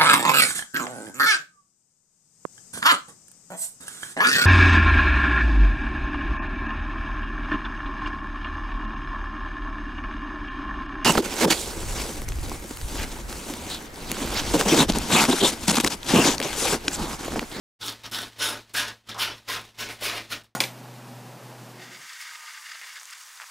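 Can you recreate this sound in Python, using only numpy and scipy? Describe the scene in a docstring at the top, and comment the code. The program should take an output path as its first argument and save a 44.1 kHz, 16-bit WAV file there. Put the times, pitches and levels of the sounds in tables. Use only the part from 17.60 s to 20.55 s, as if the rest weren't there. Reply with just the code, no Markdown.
"""Scissors cut stiff brown paper in quick strokes close to a mono microphone in a small room.
The cut is a dense swarm of random clicks, the snapping fibres, coloured by the sheet as it is held.
Blade ticks are filtered clicks with a faint ring and fizz; the rustle of the paper is finer crackle.
An appliance hums as a few sines over low air noise.
A noise gate opens for each stroke and sinks between them."""
import sys
import numpy as np
from scipy import signal
from scipy.io import wavfile
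from scipy.ndimage import uniform_filter1d

SR = 44100
rng = np.random.default_rng(int(sys.argv[2]) if len(sys.argv) > 2 else 0)


def bounce(signal):
    """Save signal as a 16-bit WAV file at the path given by the first command-line argument."""
    frames = np.transpose(np.atleast_2d(signal))
    limited = np.clip(frames, -1, 1)
    pcm = np.round(limited * 32767).astype(np.int16)
    wavfile.write(sys.argv[1], SR, pcm)


N = 130095  # length in samples


def amp(db):
    """Turn decibels into a plain multiplier."""
    return 10 ** (np.asarray(db) / 20)


def evened(x):
    """Scale a sound to an average (rms) level of 1."""
    return x / np.sqrt(np.mean(x ** 2) + 1e-20)


def colour(x, points):
    """Filter through (pitch_hz, level_db) points, with no sound ahead of its cause (minimum phase)."""
    pitch_hz, level_db = np.transpose(points)
    hz = abs(np.fft.fftfreq(4096, 1 / SR))
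    # natural-log gain, as the Hilbert step that finds the phase needs it
    log_gain = np.interp(np.log(hz + 1), np.log(pitch_hz), level_db) * np.log(10) / 20
    spectrum = np.exp(np.conj(signal.hilbert(log_gain)))
    taps = np.fft.ifft(spectrum).real[:2048]
    return signal.oaconvolve(x, taps)[:len(x)]


def snaps(per_s, spread_db, clump_db):
    """Clicks of random sign and size at random moments, louder and softer in clumps."""
    size = amp(spread_db * np.minimum(rng.exponential(1, N), 5))
    size = size * rng.choice([-1., 1.], N)
    wander = uniform_filter1d(rng.standard_normal(N), size=300)
    clumps = evened(uniform_filter1d(wander, size=300))
    clicks = size * (rng.random(N) < per_s / SR)
    return evened(clicks) * amp(clump_db * clumps)


# hum lines of the appliance, before the gate: pitch_hz, level_db (rms)
HUM_LINES = [(59, -63.5), (111.8, -52), (224, -59), (335, -66)]
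# colour of the air noise: pitch_hz, level_db
AIR_COLOUR = [(4, -49), (20, 1.5), (40, -7), (70, -6.5), (160, -5.5), (300, -10.5), (1000, -10),
              (4000, -23), (16000, -46)]
AIR_DB = -52  # rms level before the gate


def background():
    """An appliance's steady hum lines, each a sine, over low air noise."""
    t = np.arange(N) / SR
    hum = np.zeros(N)
    for pitch_hz, level_db in HUM_LINES:
        sine = np.sin(2 * np.pi * (pitch_hz * t + rng.random()))
        hum += amp(level_db) * np.sqrt(2) * sine  # a sine peaks at sqrt(2) times its rms
    air = evened(colour(rng.standard_normal(N), AIR_COLOUR))
    return hum + amp(AIR_DB) * air


# how long the room rings on at each pitch: pitch_hz, time to fall 60 dB_s
ROOM_DECAY = [(200, 0.34), (1000, 0.37), (4000, 0.16), (12000, 0.21)]
ROOM_DB = -8.5  # level of the echo filter, whose energy is evened to 1


def room(x):
    """Echoes of the room: sparse taps of random sign, each pitch dying at its own speed."""
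    taps = np.zeros(SR // 2)
    at = np.arange(200, SR // 2 - 20, 20)
    at = at + rng.integers(0, 20, len(at))
    taps[at] = rng.choice([-1., 1.], len(at))
    hz, t, bands = signal.stft(taps, SR, nperseg=256)
    pitch_hz, t60_s = np.transpose(ROOM_DECAY)
    decay_db = -60 * t / np.interp(hz, pitch_hz, t60_s)[:, None]
    tail = signal.istft(bands * amp(decay_db), SR, nperseg=256)[1]
    return signal.fftconvolve(x, tail / np.linalg.norm(tail))[:N]


# loudness of the rustle over time: time_s, level_db
RUSTLE_LEVEL = [(0.188, -46), (0.218, -46.5), (.4, -43), (.5, -49), (.72, -45), (.77, -43), (1.05, -44.5),
                (1.11, -46), (1.38, -48), (1.45, -48), (1.475, -43.5), (1.5, -51.5), (1.82, -47),
                (1.86, -45), (2.1, -45.5), (2.16, -46), (2.38, -43.5), (2.67, -44), (2.82, -44.5),
                (2.833, -56.5), (2.847, -44.5), (2.87, -52), (2.95, -57.5)]
# colour of the rustle: pitch_hz, level_db
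RUSTLE_COLOUR = [(180, -24.5), (300, -5.5), (915, -5.5), (1560, -6), (1690, -4.5), (1900, -4), (3830, -2),
                 (9710, -15.5), (16000, -21.5)]


def rustle():
    """Fine crackle of the paper between the fingers: coloured clicks that follow a level over time."""
    time_s, level_db = np.transpose(RUSTLE_LEVEL)
    crackle = colour(snaps(per_s=9000, spread_db=2.16, clump_db=0.53), RUSTLE_COLOUR)
    return evened(crackle) * amp(np.interp(np.arange(N) / SR, time_s, level_db))


# pitches at which the scissors ring: pitch_hz, level_db, time to fall 60 dB_s
SCISSOR_MODES = [(949, -7.5, 0.2), (1062.4, -8.5, 0.19), (1433, -8, 0.052), (1498, -1.5, 0.12),
                 (1662, -6, 0.14), (3086, -4, 0.17), (3580, -6, 0.047), (3793, 11.5, 0.011),
                 (4193, 3.5, 0.035), (5456, -2, 0.05)]


def scissor_ring():
    """The metal rings as a sum of dying sines, one for each way the scissors can shake."""
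    t = np.arange(4096) / SR
    total = np.zeros(4096)
    for pitch_hz, level_db, t60_s in SCISSOR_MODES:
        total += amp(level_db - 60 * t / t60_s) * np.sin(2 * np.pi * pitch_hz * t)
    return total


# blade ticks: start_s, level_db (peak of the click), fizz_db (over that peak, before halving)
BLADE_TICKS = [(.2823, -13, -22), (.2832, -20, -14), (.3250, -29, -3), (.4370, -29, -4), (.4990, -38, 6),
               (.5140, -24, -1), (.6190, -24, -2), (1.0955, -36, 3), (1.1990, -15, -12),
               (1.2829, -20.5, -12), (1.4760, -33, -4), (1.4928, -25, -8), (1.4985, -29, -25),
               (1.5455, -26, -30), (1.5815, -38, 3), (1.5865, -37, 5), (1.8895, -21, -18), (2.0150, -36, 3),
               (2.2900, -29, -3), (2.8370, -36, 2), (2.8440, -30, -4)]
# colour of the click and its ring: pitch_hz, level_db
TICK_COLOUR = [(500, -25), (2200, -14), (4500, 0), (7000, -5), (11000, -15), (16000, -34)]
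# colour of the fizz: pitch_hz, level_db
FIZZ_COLOUR = [(3000, -30), (7000, -4), (10500, 0), (16000, -4)]
TICK_RING_DB, FIZZ_S = -38, .001  # ring before colouring; fizz falls to about a third in FIZZ_S


def ticks():
    """A sharp click of the blades with a faint ring of the scissors and a tiny bright fizz."""
    hits, fizz = np.zeros(N), np.zeros(N)
    t = np.arange(4096) / SR
    for start_s, level_db, fizz_db in BLADE_TICKS:
        at = round(start_s * SR)
        hits[at] = amp(level_db)
        fizz[at] = amp(level_db + fizz_db)
    click = t == 0  # a single sample
    tick = colour(click + amp(TICK_RING_DB) * scissor_ring(), TICK_COLOUR)
    puff_level = signal.oaconvolve(fizz, np.exp(-t / FIZZ_S))[:N]
    hiss = evened(colour(rng.standard_normal(N), FIZZ_COLOUR))
    return signal.oaconvolve(hits, tick / abs(tick).max())[:N] + puff_level * hiss / 2


TEAR_RISE_S, TEAR_FALL_S = 0.0026, 0.0027


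def tear(since_s, strength_db):
    """Boost in dB of one short tear: a quick rise times a fall that already starts with it."""
    rise = np.clip(since_s / TEAR_RISE_S, 0, 1)
    fall = np.exp(-np.maximum(since_s, 0) / TEAR_FALL_S)
    return strength_db * rise * fall


PATCH_DB = 2  # typical size of the bright and dull patches


def bent(x):
    """The sheet bends as it is cut: bright and dull patches wander over time and pitch."""
    bands = signal.stft(x, nperseg=512, noverlap=384)[2]
    patches = rng.standard_normal(bands.shape[::-1]).T
    patches = uniform_filter1d(patches, size=3, axis=0)  # smooth over pitch
    patches = uniform_filter1d(patches, size=12, axis=1)  # smooth over time
    changed = bands * amp(PATCH_DB * evened(patches))
    return signal.istft(changed, nperseg=512, noverlap=384)[1][:N]


# one table per stroke, level over time: time_s, cut_db (middle pitches),
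# flap_db (low flap of the sheet, over the cut), sizzle_db (treble, over the cut)
STROKE_LEVELS = [
    [(0.195, -55.5, -8, 1), (0.211, -43.5, -25, -7), (0.227, -37.5, -23, -15), (0.235, -38.5, -4.5, -8),
     (0.265, -37, -7.5, 0), (0.287, -33, -15.5, -11.5), (0.305, -40, -4.5, -2), (0.327, -43.5, -6.5, -23),
     (0.35, -60, 5, -31)],
    [(0.43, -42, -7, -18), (0.442, -41.5, -7.5, -28), (0.464, -40, -18, -9), (0.484, -47.5, 3, -19),
     (0.495, -68, -3, -13)],
    [(0.51, -49, -6, -1), (0.52, -38.5, -6, -3.5), (0.552, -30, -19, -9), (0.566, -31.5, -12, -8),
     (0.65, -42, -4.5, -11), (0.69, -50, -3, -2)],
    [(0.78, -52.5, -13, 7.5), (0.808, -34, -6.5, -15.5), (0.83, -27, -18.5, -6), (0.858, -26.5, -8.5, -8),
     (0.895, -31.5, -6.5, -6.5), (0.93, -39, -5.5, -10), (0.99, -49.5, 1, -37)],
    [(1.135, -53.5, -1, 25.5), (1.149, -28.5, -12, -11.5), (1.167, -28.5, -19, -4.5),
     (1.209, -27, -12, -11), (1.267, -41, -12, -18), (1.287, -35.5, -11.5, -12), (1.33, -49.5, -4, -40)],
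    [(1.465, -54, -32, -21), (1.499, -38.5, -11.5, -9), (1.54, -45.5, -7, -29)],
    [(1.54, -59, -13, -23), (1.548, -41, -12, -34.5), (1.574, -50.5, 12, -28), (1.584, -37, -8.5, -8),
     (1.595, -39, -22, 1)],
    [(1.583, -42, 8, -16), (1.599, -31, -19, -10), (1.627, -26.5, -17, -9.5), (1.735, -45, -5.5, -28),
     (1.78, -45, -10.5, -10)],
    [(1.865, -51, -11, -10), (1.889, -34.5, -6.5, -7), (1.919, -30.5, -13.5, -8.5), (1.973, -36, -10, -14),
     (2.021, -54, 5, -21), (2.05, -48.5, -2.5, -5.5)],
    [(2.17, -49, -7, -15), (2.194, -37.5, -17, -8), (2.206, -32.5, -9.5, -5.5), (2.28, -42.5, -9.5, -20),
     (2.285, -61, -17, -15)],
    [(2.275, -53, 5, -14), (2.299, -34.5, -5, -12.5), (2.36, -56, -7, 2)],
    [(2.4, -53.5, -10, 6), (2.424, -35, -6.5, -9), (2.438, -32.5, -16, -1.5), (2.462, -27.5, -18, -8),
     (2.506, -34, -12.5, -11.5), (2.54, -36, -3.5, -12.5), (2.578, -35.5, -10, -9), (2.624, -48.5, -6, -33),
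     (2.64, -66.5, 16, -32)],
    [(2.69, -51, -32, -5), (2.716, -36, -21, -4), (2.732, -29, -17.5, -8.5), (2.8, -58, -1, -47)],
]
# one table per stroke, colour of the sheet as it is held: pitch_hz, level_db
SHEET_COLOURS = [
    [(120, -41), (200, -24.5), (288, -5), (585, -18.5), (906, -9.5), (1170, -7.5), (1380, -5),
     (2020, -17.5), (3550, -2), (15500, -20)],
    [(120, -62.5), (200, -6), (742, -12.5), (1260, -5), (1980, -11), (3680, -7), (15500, -9)],
    [(120, -60.5), (200, -1.5), (288, 1.5), (515, -6.5), (618, -6.5), (1210, -5.5), (1480, 1),
     (2290, -10.5), (3420, 2), (15500, -20.5)],
    [(120, -41), (200, -21), (250, -7.5), (630, -7), (702, -14.5), (1450, 0.5), (2060, -5), (3070, -2),
     (7800, 5), (10200, 12.5), (12800, 5), (15500, 1.5)],
    [(120, -45), (200, -11.5), (534, -11.5), (906, -7.5), (1450, -10.5), (1650, -1), (2060, -10),
     (3120, -8), (9830, -7.5), (15500, -15)],
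    [(120, -26), (200, -7), (1050, -14.5), (1190, -1), (2650, -7.5), (3300, -1.5), (15500, -23.5)],
    [(120, -54), (200, -19), (352, -15), (1050, 3.5), (2290, -19), (2960, -18.5), (6130, -17), (15500, -37)],
    [(120, -33), (200, -12.5), (392, -3.5), (702, -8), (923, -4.5), (1980, -2), (3010, 0), (3240, -0.5),
     (3680, -2.5), (8000, -1.5), (11200, 3), (15500, -3)],
    [(120, -34), (200, -21), (497, -9), (827, -15), (1050, -5), (1840, 1), (2750, -1.5), (3480, 1),
     (3960, -0.5), (15500, -3)],
    [(120, -30), (200, -5.5), (923, -11), (1090, 1), (1230, -12.5), (1650, -0.5), (3360, -5), (15500, 10.5)],
    [(120, -28), (200, -17), (454, 6.5), (564, -5.5), (1680, -9), (2170, -2), (2960, -8.5), (15500, -32)],
    [(120, -41), (200, -12), (365, 8), (520, 1), (715, 5.5), (827, -3.5), (1050, -2.5), (1380, -5.5),
     (2850, -3.5), (13900, -17.5), (15500, -21)],
    [(120, -78.5), (200, 3), (715, -2), (906, -10.5), (1400, 3), (1680, -6), (3120, -3), (15500, -16)],
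]
# treble colour shared by all strokes: pitch_hz, level_db
SHARED_TREBLE_COLOUR = [(3500, 2.5), (5500, 2), (6500, -3), (8000, -6), (10200, -3), (12000, -4),
                        (14000, -7), (16000, -5.5)]
# how much each stroke rings the scissors, on top of RING_DB: level_db
STROKE_RINGS = [-6.5, -8, -6, 3, -2, -9.5, -9, -4.5, -4, -1, -11, -37, -14.5]
# short tears, where many fibres give way at once: start_s, strength_db (before rise and fall)
SHORT_TEARS = [(.29, 2), (0.545, 6.5), (.587, 17), (0.628, 15), (0.817, 6.5), (0.839, 3), (0.887, 8),
               (0.928, 5), (2.295, 2), (2.496, 3.5), (2.554, 3)]
SNAPS_PER_S, SNAP_SPREAD_DB, CLUMP_DB = 8000, 2.0, 0.9
FLAP_HZ, SIZZLE_HZ = 1010, 7100  # flap lies below, sizzle above
RING_DB, START_S, STOP_DB_PER_S = -41, 0.0083, 400


def cutting():
    """Snapping fibres shake the scissors a little and sound through the sheet, stroke by stroke."""
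    fibres = snaps(SNAPS_PER_S, SNAP_SPREAD_DB, CLUMP_DB)
    t, out = np.arange(N) / SR, np.zeros(N)
    fibres = fibres * amp(sum(tear(t - start_s, db) for start_s, db in SHORT_TEARS))
    rung = amp(RING_DB) * signal.oaconvolve(fibres, scissor_ring())[:N]
    below_flap = signal.butter(3, FLAP_HZ, fs=SR, output="sos")
    below_sizzle = signal.butter(3, SIZZLE_HZ, fs=SR, output="sos")
    for rows, sheet, ring_db in zip(STROKE_LEVELS, SHEET_COLOURS, STROKE_RINGS):
        time_s, cut_db, flap_db, sizzle_db = np.transpose(rows)
        first_s, last_s = time_s[0], time_s[-1]
        on = slice(round(first_s * SR), round((last_s + .15) * SR))
        now = t[on]
        shaken = fibres[on] + amp(ring_db) * rung[on]
        x = colour(colour(shaken, sheet), SHARED_TREBLE_COLOUR)

        # split into low flap, middle and sizzle, and set the level of each
        flap = signal.sosfiltfilt(below_flap, x)
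        under = signal.sosfiltfilt(below_sizzle, x)
        mix = evened(under - flap)
        mix = mix + amp(np.interp(now, time_s, flap_db)) * evened(flap)
        mix = mix + amp(np.interp(now, time_s, sizzle_db)) * evened(x - under)

        mix = mix * np.clip((now - first_s) / START_S, 0, 1)
        stop_db = STOP_DB_PER_S * np.maximum(now - last_s, 0)
        out[on] += mix * amp(np.interp(now, time_s, cut_db) - stop_db)
    return bent(out)


def scene():
    """Cut, ticks and rustle with their room echo, over the background; the same on both channels."""
    hands = cutting() + ticks() + rustle()
    mid = hands + amp(ROOM_DB) * room(hands) + background()
    return np.array([mid, mid])


# opening fade: start_s, end_s
FADE_TIMES = (.19, .205)
GATE_DB, GATE_DEPTH_DB = -39, -65  # level where the gate opens; its lowest gain
GATE_SLOPE, GATE_OPEN_SLOPE = 2.73, 0.033  # gain per level (dB per dB), below and above GATE_DB
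GATE_FALL_DB_PER_S, GATE_SENSE_S = 221, 0.014
EDGE_HZ = 15700  # top of the sound


def record(dry):
    """A gate opens quickly and closes at a steady rate; a short fade-in, then the treble limit."""
    above_hum = signal.butter(2, 400, "high", fs=SR, output="sos")
    heard = signal.sosfilt(above_hum, dry.mean(0))
    power = abs(uniform_filter1d(heard ** 2, round(GATE_SENSE_S * SR), origin=100))
    over_db = 10 * np.log10(power + 1e-12) - GATE_DB
    # once open, the gate still leans a little with the level
    want_db = np.clip(GATE_SLOPE * over_db, GATE_DEPTH_DB, GATE_OPEN_SLOPE * over_db)

    # the running maximum on a rising ramp limits how fast the gain can fall
    fall = np.arange(N) * GATE_FALL_DB_PER_S / SR
    gate_db = np.maximum.accumulate(want_db + fall) - fall
    gate_db = uniform_filter1d(gate_db, size=160)

    fade = np.interp(np.arange(N) / SR, FADE_TIMES, [0, 1])
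    treble_limit = signal.firwin(511, EDGE_HZ, window=("kaiser", 9), fs=SR)
    return signal.oaconvolve(dry * amp(gate_db) * fade, treble_limit[None], "same")


dry = scene()
out = record(dry)
bounce(out)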